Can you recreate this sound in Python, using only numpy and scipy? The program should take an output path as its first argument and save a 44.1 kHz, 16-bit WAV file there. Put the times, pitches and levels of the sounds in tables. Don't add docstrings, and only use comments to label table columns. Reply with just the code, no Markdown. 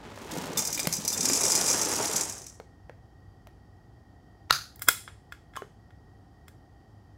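import sys
import numpy as np
from scipy import signal
from scipy.fft import rfft, irfft
from scipy.io import wavfile
from scipy.ndimage import uniform_filter1d

SR = 44100
rng = np.random.default_rng(int(sys.argv[2]) if len(sys.argv) > 2 else 0)


def put_to_file(sound):
    columns = np.atleast_2d(sound).T
    safe = np.clip(columns, -1, 1)
    whole_steps = np.round(safe * 32767)
    wavfile.write(sys.argv[1], SR, whole_steps.astype(np.int16))


N = 316197

TRICKLE_S, TIP_S, TIP_TAKES_S = 0.563, 1.146, 0.21
BURY_S, BURY_TAKES_S = 1.69, 0.12

# t/s, level/dB
FLOW = [(0, -51), (.16, -52.5), (.25, -48.5), (.35, -41.5), (.59, -43), (.7, -50), (1.1, -48.5),
        (1.3, -40.5), (1.65, -38.5), (2.02, -37.5), (2.19, -41.5), (2.35, -52.5), (2.57, -73)]
# f/Hz, level/dB
CEREAL_TONE = [(900, -36.5), (2300, -9), (3000, -17), (4150, -8), (4650, -9), (4900, -3.5), (6000, 3.5),
               (7500, 1), (8500, -3), (11000, -7), (15500, -16)]
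# f/Hz, level/dB, fade time/s
BOWL_NOTES = [(2400, -11, .045), (3690, -15, .04), (4250, -12, .04), (4890, -4, .05), (4955, -5, .07),
              (5075, -8, .07), (5495, -3, .05), (5630, 0, .025), (5915, -1, .06), (6425, -2, .04),
              (7320, -5, .05), (7580, -1, .03), (7910, -7, .07), (9150, -4, .05)]
def pour(stream_db=9, trickle_db=-12.5, stray_db=-3, single_db=-1, ring_db=-30):
    flow = level(FLOW)
    stream = sum(signal.oaconvolve(clicks(per_s=20, spread_db=2.4), piece(hz, t60=0.015))[:N]
                 for hz in np.geomspace(4400, 12000, 24))
    stream = normalize(colour(stream * flutter(size=500, depth=0.11), CEREAL_TONE))
    stream *= flow * gain_of(trickle_db * (1 - ramp(TIP_S, TIP_TAKES_S)))
    strays = signal.oaconvolve(clicks(per_s=41, spread_db=-3), piece(6500, t60=0.013))[:N]
    strays = normalize(colour(strays, CEREAL_TONE))
    strays *= flow.max() * (flow / flow.max()) ** 0.92
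    landing = during(FLOW) * ramp(TRICKLE_S, 0.02) * buried(-4.5)
    hits = (gain_of(stream_db) * stream + gain_of(stray_db) * strays) * landing
    hits += gain_of(single_db) * bouncing_pieces()
    bowl = np.zeros(N)
    for hz, db, t60 in BOWL_NOTES:
        push = gain_of(ring_db) * hits * rng.standard_normal(N)
        push *= buried(-3.5 * 7500 / hz)
        bowl += signal.oaconvolve(push, ring([(hz, db, t60)], size=4096))[:N]
    return hits + bowl


# t/s, level/dB
SINGLE_PIECES = [(0.574, -20.5), (.582, -22.5), (0.59, -21.5), (0.651, -26), (0.673, -24), (.728, -23.5),
                 (0.747, -27.5), (.798, -24), (.926, -22.5), (.937, -21.5), (1.05, -25.5), (1.0779, -18),
                 (1.128, -23.5), (1.1759, -25.5), (1.207, -21.5), (1.229, -25.5), (1.2539, -19),
                 (1.287, -20), (1.333, -18.5), (1.35, -23.5), (1.434, -21), (1.452, -20.5), (1.4826, -19.5),
                 (1.519, -18), (1.552, -17.5), (1.6823, -23), (1.7, -18.5), (1.712, -19.5), (1.8145, -19.5),
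                 (2.134, -26.5), (2.162, -20), (2.21, -20.5), (2.2968, -28.5), (2.352, -38), (2.38, -37.5),
                 (2.418, -38.5), (2.466, -37.5), (2.497, -45)]
def bouncing_pieces(gap_s=0.025, gap_shrink=0.57, bounce_db=-6.5):
    out = np.zeros(N)
    for s, db in SINGLE_PIECES:
        pitch = rng.uniform(5650, 7400)
        bright_db = 7 if s < TIP_S else 0
        tone = [(hz, base + bright_db * max(np.log2(hz / 7500), 0)) for hz, base in CEREAL_TONE]
        add(out, s, at_level(colour(piece(pitch, t60=0.041, contrast_db=4.5), tone), db))
        for k in range(2):
            s += gap_s * gap_shrink ** k * rng.uniform(0.6, 1.4)
            add(out, s, at_level(colour(piece(pitch, t60=0.03), tone), db + bounce_db * (k + 1)))
    return out


def piece(hz, t60, width_octaves=0.43, contrast_db=9):
    tone = [(hz / 2 ** width_octaves, -contrast_db), (hz, 0), (hz * 2 ** width_octaves, -contrast_db)]
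    return normalize(colour(burst(t60, size=4096), tone))


# f/Hz, level/dB, fade time/s
SPOON_NOTES = [(3590, 0, .12), (7460, -2, .1), (10950, -5, .08), (13700, -4, .11), (14020, -2, .15)]
# t/s, level/dB
CLINKS = [(0.573, -29), (1.134, -32), (1.23, -39)]
def spoon():
    out = np.zeros(N)
    for s, db in CLINKS:
        add(out, s, at_level(ring(SPOON_NOTES), db))
    return out


# f/Hz, level/dB
SCRAPE_TONE = [(59, -30), (100, -6.5), (471, -5), (752, -5.5), (870, -2.5), (1030, -7), (2400, -14),
               (3300, -17.5), (7770, -28), (16000, -45.5)]
# f/Hz, level/dB
FOIL_TONE = [(1200, -25.5), (3500, -2), (6500, 0.5), (10000, -7.5), (15500, -11.5)]
# t/s, level/dB
CRACKLE = [(0, -81), (.12, -60), (.38, -42.5), (.5, -49), (2.1, -41), (2.55, -85)]
# t/s, level/dB, f/Hz
CLUMPS = [(.351, -37, 490), (.375, -33.5, 187), (0.987, -35.5, 205), (1.194, -32.5, 178), (1.235, -32, 245),
          (1.276, -30, 294), (1.315, -26.5, 273), (2.003, -32, 421), (2.094, -32, 440)]
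def bag(scrape_db=3.5, thud_db=1, top_hz=520, cushion_db_per_octave=-7, clump_t60=0.11):
    scrape = clicks(per_s=2000, spread_db=0) * flutter(size=700, depth=0.24)
    scrape = normalize(colour(scrape, SCRAPE_TONE))
    scrape = colour(scrape, [(90, -7), (240, -0.5)])
    pitches = np.geomspace(140, top_hz, 20)
    notes = [ring([(hz, 0, 0.06)], size=4096) for hz in pitches]
    thuds = np.array([signal.oaconvolve(clicks(per_s=9, spread_db=2.5), note)[:N] for note in notes])
    layer = ramp(TIP_S + TIP_TAKES_S, BURY_TAKES_S)
    cushion = gain_of(cushion_db_per_octave * np.log2(top_hz / pitches)[:, None] * layer)
    thuds = (thuds * cushion).sum(0) / thuds.sum(0).std()
    thuds = colour(thuds, [(40, -17.5), (160, -0.5)])
    out = (gain_of(scrape_db) * scrape + gain_of(thud_db) * thuds) * level(FLOW)
    crackle = clicks(per_s=1800, spread_db=1) * flutter(size=300, depth=0.62)
    out += normalize(colour(crackle, FOIL_TONE)) * level(CRACKLE)
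    for s, db, hz in CLUMPS:
        clump = ring([(hz, 0, clump_t60), (hz * 1.4, -6, clump_t60 * 0.41)])
        clump = colour(clump, [(40, -21.5), (160, -1), (600, -0.5), (2400, -19.5)])
        add(out, s, at_level(clump, db))
    return out * during(FLOW)


# t/s, level/dB, f/Hz, click level against the knock/dB
KNOCKS = [(.176, -35.5, 475, -12), (.846, -33.5, 325, -10), (0.872, -19.5, 155, 2.5), (1.299, -26, 330, -1),
          (2.6, -35, 420, -9), (2.896, -36, 449, -13), (3.471, -45.5, 560, -3), (4.889, -33, 450, -21),
          (5.621, -30.5, 373, -18)]
# multiple of its pitch, level/dB, fade time/s
KNOCK_NOTES = [(1, -3, .04), (1.3, -6, .012), (2.8, -6, 0.018)]
# t/s, level/dB
BOWL_TAPS = [(.776, -28), (.794, -22.5), (0.854, -31.5), (1.3, -27.5)]
def knocks(sag=0.6, sag_s=0.0024):
    out, t = np.zeros(N), np.arange(4096) / SR
    clock = t + sag * sag_s * (1 - np.exp(-t / sag_s))
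    for s, db, hz, click_db in KNOCKS:
        body = sum(gain_of(note_db) * fade(t, t60) * np.sin(2 * np.pi * hz * ratio * clock)
                   for ratio, note_db, t60 in KNOCK_NOTES)
        treble_db = 1.7 * click_db - 6.5
        click = colour(burst(t60=0.014), [(100, -14), (900, 2.5), (2000, 0.5), (9000, treble_db)])
        add(out, s, at_level(click, db + click_db))
        add(out, s, at_level(colour(body, [(40, -19), (160, 1)]), db))
    for s, db in BOWL_TAPS:
        tick = at_level(piece(BOWL_NOTES[0][0], t60=0.025), 0)
        bowl = at_level(ring(BOWL_NOTES[:2], size=4096), -4.5)
        add(out, s, at_level(tick + bowl, db))
    return out


# f/Hz, level/dB, fade time/s
SEAL_NOTES = [(1370, 0.5, 0.014), (1720, -3.5, 0.0088), (2800, -11, 0.012), (3920, -3, .007),
              (4200, -2.5, 0.0072), (6230, -16, 0.015)]
# f/Hz, level/dB
SLIT_TONE = [(200, -26), (1020, -16.5), (1350, 2), (2000, -13.5), (3200, -15), (4000, -4.5), (4800, 0),
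             (5500, -13), (6300, -7.5), (8300, -24), (10500, -15.5), (15000, -23.5)]
# t/s, level/dB
SPITS = [(4.5255, -21.5), (4.5624, -29.5)]
def can_pop(pop_s=4.5083, strain_db=-24, thump_db=-35, puff_db=-22.5, puff_rise_s=0.0061):
    out, t = np.zeros(N), np.arange(16384) / SR
    strain = burst(t60=0.036, size=530)[::-1]
    strain = colour(strain, [(400, -19), (1300, -4), (2400, -1), (4500, -16.5),
                             (6200, -10.5), (9000, -39)])
    add(out, pop_s - len(strain) / SR, at_level(strain, strain_db))
    snap = at_level(ring(SEAL_NOTES), -0.5) + at_level(burst(t60=0.0098), -17.5)
    add(out, pop_s, colour(snap, [(250, -15), (1200, -3.5)]))
    add(out, pop_s, at_level(ring([(55, 3, 0.09), (137, 0.5, 0.22)]), thump_db))
    gas_flow = (1 - np.exp(-t / puff_rise_s)) * flutter(size=100, depth=0.3)[:len(t)]
    puff = colour(burst(t60=0.29) * gas_flow, SLIT_TONE)
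    add(out, pop_s + 0.012, at_level(puff, puff_db))
    for s, db in SPITS:
        add(out, s, at_level(colour(burst(t60=0.023), SLIT_TONE), db))
    return out


# f/Hz, level/dB, fade time/s
LID_NOTES = [(760, -14.5, 0.014), (1430, 1, 0.024), (1660, 5.5, 0.018), (2080, 1.5, 0.024),
             (2500, -7.5, .016), (3325, 2, 0.016), (5130, -3, 0.016), (7560, 0, 0.013), (9200, -0.5, 0.009),
             (13500, 0.5, 0.008)]
# t/s, level/dB, length/s, brightness/dB
TAB_SLIPS = [(4.759, -40.5, 0.0022, 9), (4.794, -42.5, 0.0046, 2.5), (4.8203, -24.5, 0.0073, 3),
             (4.8855, -9.5, 0.0024, 3.5), (4.8863, -9, 0.0033, 1.0), (4.8884, -9, 0.0035, 0.8),
             (5.078, -33.5, 0.012, -8.5), (5.323, -33, 0.0043, -4), (5.537, -47.5, 0.015, -7),
             (5.557, -36.5, .012, -6.5), (5.565, -31.5, 0.007, -2), (5.906, -54, .008, -6.5),
             (6.482, -43, 0.0062, -.5)]
# f/Hz, level/dB, fade time/s
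TWANG_NOTES = [(1136, 2, .022), (1070, -12, 0.14), (3000, -15, 0.07), (6420, -16, 0.04)]
def can_tab(rasp_db=-7, chatter=0.48, swell_db=-22, twang_s=5.5715, twang_db=-27.5):
    out, t = np.zeros(N), np.arange(4096) / SR
    lid_ring = ring(LID_NOTES)
    for s, db, length, bright_db in TAB_SLIPS:
        swell = burst(t60=0.035, size=620)[::-1]
        add(out, s - len(swell) / SR, at_level(signal.oaconvolve(swell, lid_ring), db + swell_db))
        tiny_jerks = rng.standard_normal(len(t)) * np.exp(-(t / length) ** 2)
        jerks = (t == 0) + chatter * tiny_jerks / np.linalg.norm(tiny_jerks)
        lid = signal.oaconvolve(jerks, lid_ring)[:len(t)]
        rasp = rng.standard_normal(len(t)) * np.exp(-t / length)
        tone = [(125, -16), (1300, 0), (3300, bright_db / 2), (16000, 4 * bright_db)]
        slip = colour(at_level(lid, 0) + at_level(rasp, rasp_db), tone)
        add(out, s, at_level(slip, db))
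    add(out, twang_s, at_level(ring(TWANG_NOTES), twang_db))
    return out


# f/Hz, fade time/s
ECHO_FADES = [(150, 0.42), (700, 0.17), (1500, 0.27), (4500, 0.39), (9000, 0.42), (16000, 0.19)]
def room_echo(x, wall_delay_s=0.0097, early_gain=0.53):
    t = np.arange(SR // 2) / SR
    echoes = rng.standard_normal(len(t)) * np.where(t > wall_delay_s, 1, early_gain) * (t > 0.002)
    hz, when, bands = signal.stft(echoes, SR, nperseg=256)
    bands = bands * fade(when, value_at(ECHO_FADES, hz)[:, None])
    tail = signal.istft(bands, SR, nperseg=256)[1]
    return signal.oaconvolve(x, tail / np.linalg.norm(tail))[:N]


# f/Hz, level/dB
RUMBLE_TONE = [(22, -41), (50, -2.5), (110, -4), (200, -12.5), (310, -13.5), (560, -24.5), (800, -25.5),
               (1260, -29.5), (2350, -44), (3700, -44), (6000, -45), (8400, -50.5), (16000, -56)]
# f/Hz, width/Hz, level/dB
HUMS = [(99.8, 14, -60.5), (756, 200, -68), (1880, 120, -73), (3140, 230, -86), (4720, 410, -84.5),
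        (5400, 240, -88.5)]
def room_noise(rumble_db=-54.5):
    hz = np.fft.rfftfreq(N, 1 / SR)
    noise = lambda shape: normalize(irfft(rfft(rng.standard_normal(N)) * shape, N))
    hums = sum(gain_of(db) * noise(1 / (1 + (2 * (hz - f) / width) ** 4)) for f, width, db in HUMS)
    return gain_of(rumble_db) * noise(gain_of(value_at(RUMBLE_TONE, hz))) + hums


def gain_of(db):
    return 10 ** (np.asarray(db) / 20)


def normalize(x):
    return x / np.sqrt(np.mean(x ** 2) + 1e-20)


def at_level(x, db):
    return gain_of(db) * x / np.sqrt(uniform_filter1d(x ** 2, size=88).max() + 1e-20)


def value_at(points, hz):
    f, value = np.transpose(points)
    return np.interp(np.log(hz + 1), np.log(f + 1), value)


def level(curve):
    return gain_of(np.interp(np.arange(N) / SR, *np.transpose(curve)))


def during(curve, fade_s=0.02):
    t = np.arange(N) / SR
    return np.clip(1 + np.minimum(t - curve[0][0], curve[-1][0] - t) / fade_s, 0, 1)


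def ramp(start_s, length_s):
    return np.clip((np.arange(N) / SR - start_s) / length_s, 0, 1)


def buried(db):
    return gain_of(db * ramp(BURY_S, BURY_TAKES_S))


def flutter(size, depth):
    return np.exp(depth * normalize(uniform_filter1d(rng.standard_normal(N), size=size)))


def fade(t, t60):
    return 1e-3 ** (t / t60)


def add(mix, s, sound):
    part = mix[round(s * SR):][:len(sound)]
    part += sound[:len(part)]


def colour(x, tone, size=2048):
    db = np.maximum(value_at(tone, abs(np.fft.fftfreq(size, 1 / SR))), -100)
    response = np.exp(np.conj(signal.hilbert(np.log(gain_of(db)))))
    return signal.oaconvolve(x, np.fft.ifft(response).real[:size // 2])[:len(x)]


def ring(notes, size=16384):
    t = np.arange(size) / SR
    return sum(gain_of(db) * fade(t, t60) * np.sin(2 * np.pi * hz * t) for hz, db, t60 in notes)


def burst(t60, size=16384):
    return rng.standard_normal(size) * fade(np.arange(size) / SR, t60)


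def clicks(per_s, spread_db):
    size = gain_of(spread_db * np.minimum(rng.exponential(1, N), 3.5))
    return size * rng.choice([-1, 1], N) * (rng.random(N) < per_s / SR)


def scene(cereal_echo_db=-10, pop_echo_db=-16, tab_echo_db=-12, walls=6):
    cereal = bag() + pour() + spoon() + knocks()
    echo = np.zeros(N)
    for _ in range(walls):
        can = gain_of(pop_echo_db) * can_pop() + gain_of(tab_echo_db) * can_tab(rasp_db=-1.5)
        echo += room_echo(can) / np.sqrt(walls)
    echo += gain_of(cereal_echo_db) * room_echo(cereal)
    return (cereal + can_pop() + can_tab() + echo + room_noise())[None]


def record(dry):
    treble_cut = signal.firwin(401, 15850, window=("kaiser", 9), fs=SR)
    return signal.oaconvolve(np.clip(dry, -0.9, 0.9), treble_cut[None], "same")


dry = scene()
out = record(dry)
put_to_file(out)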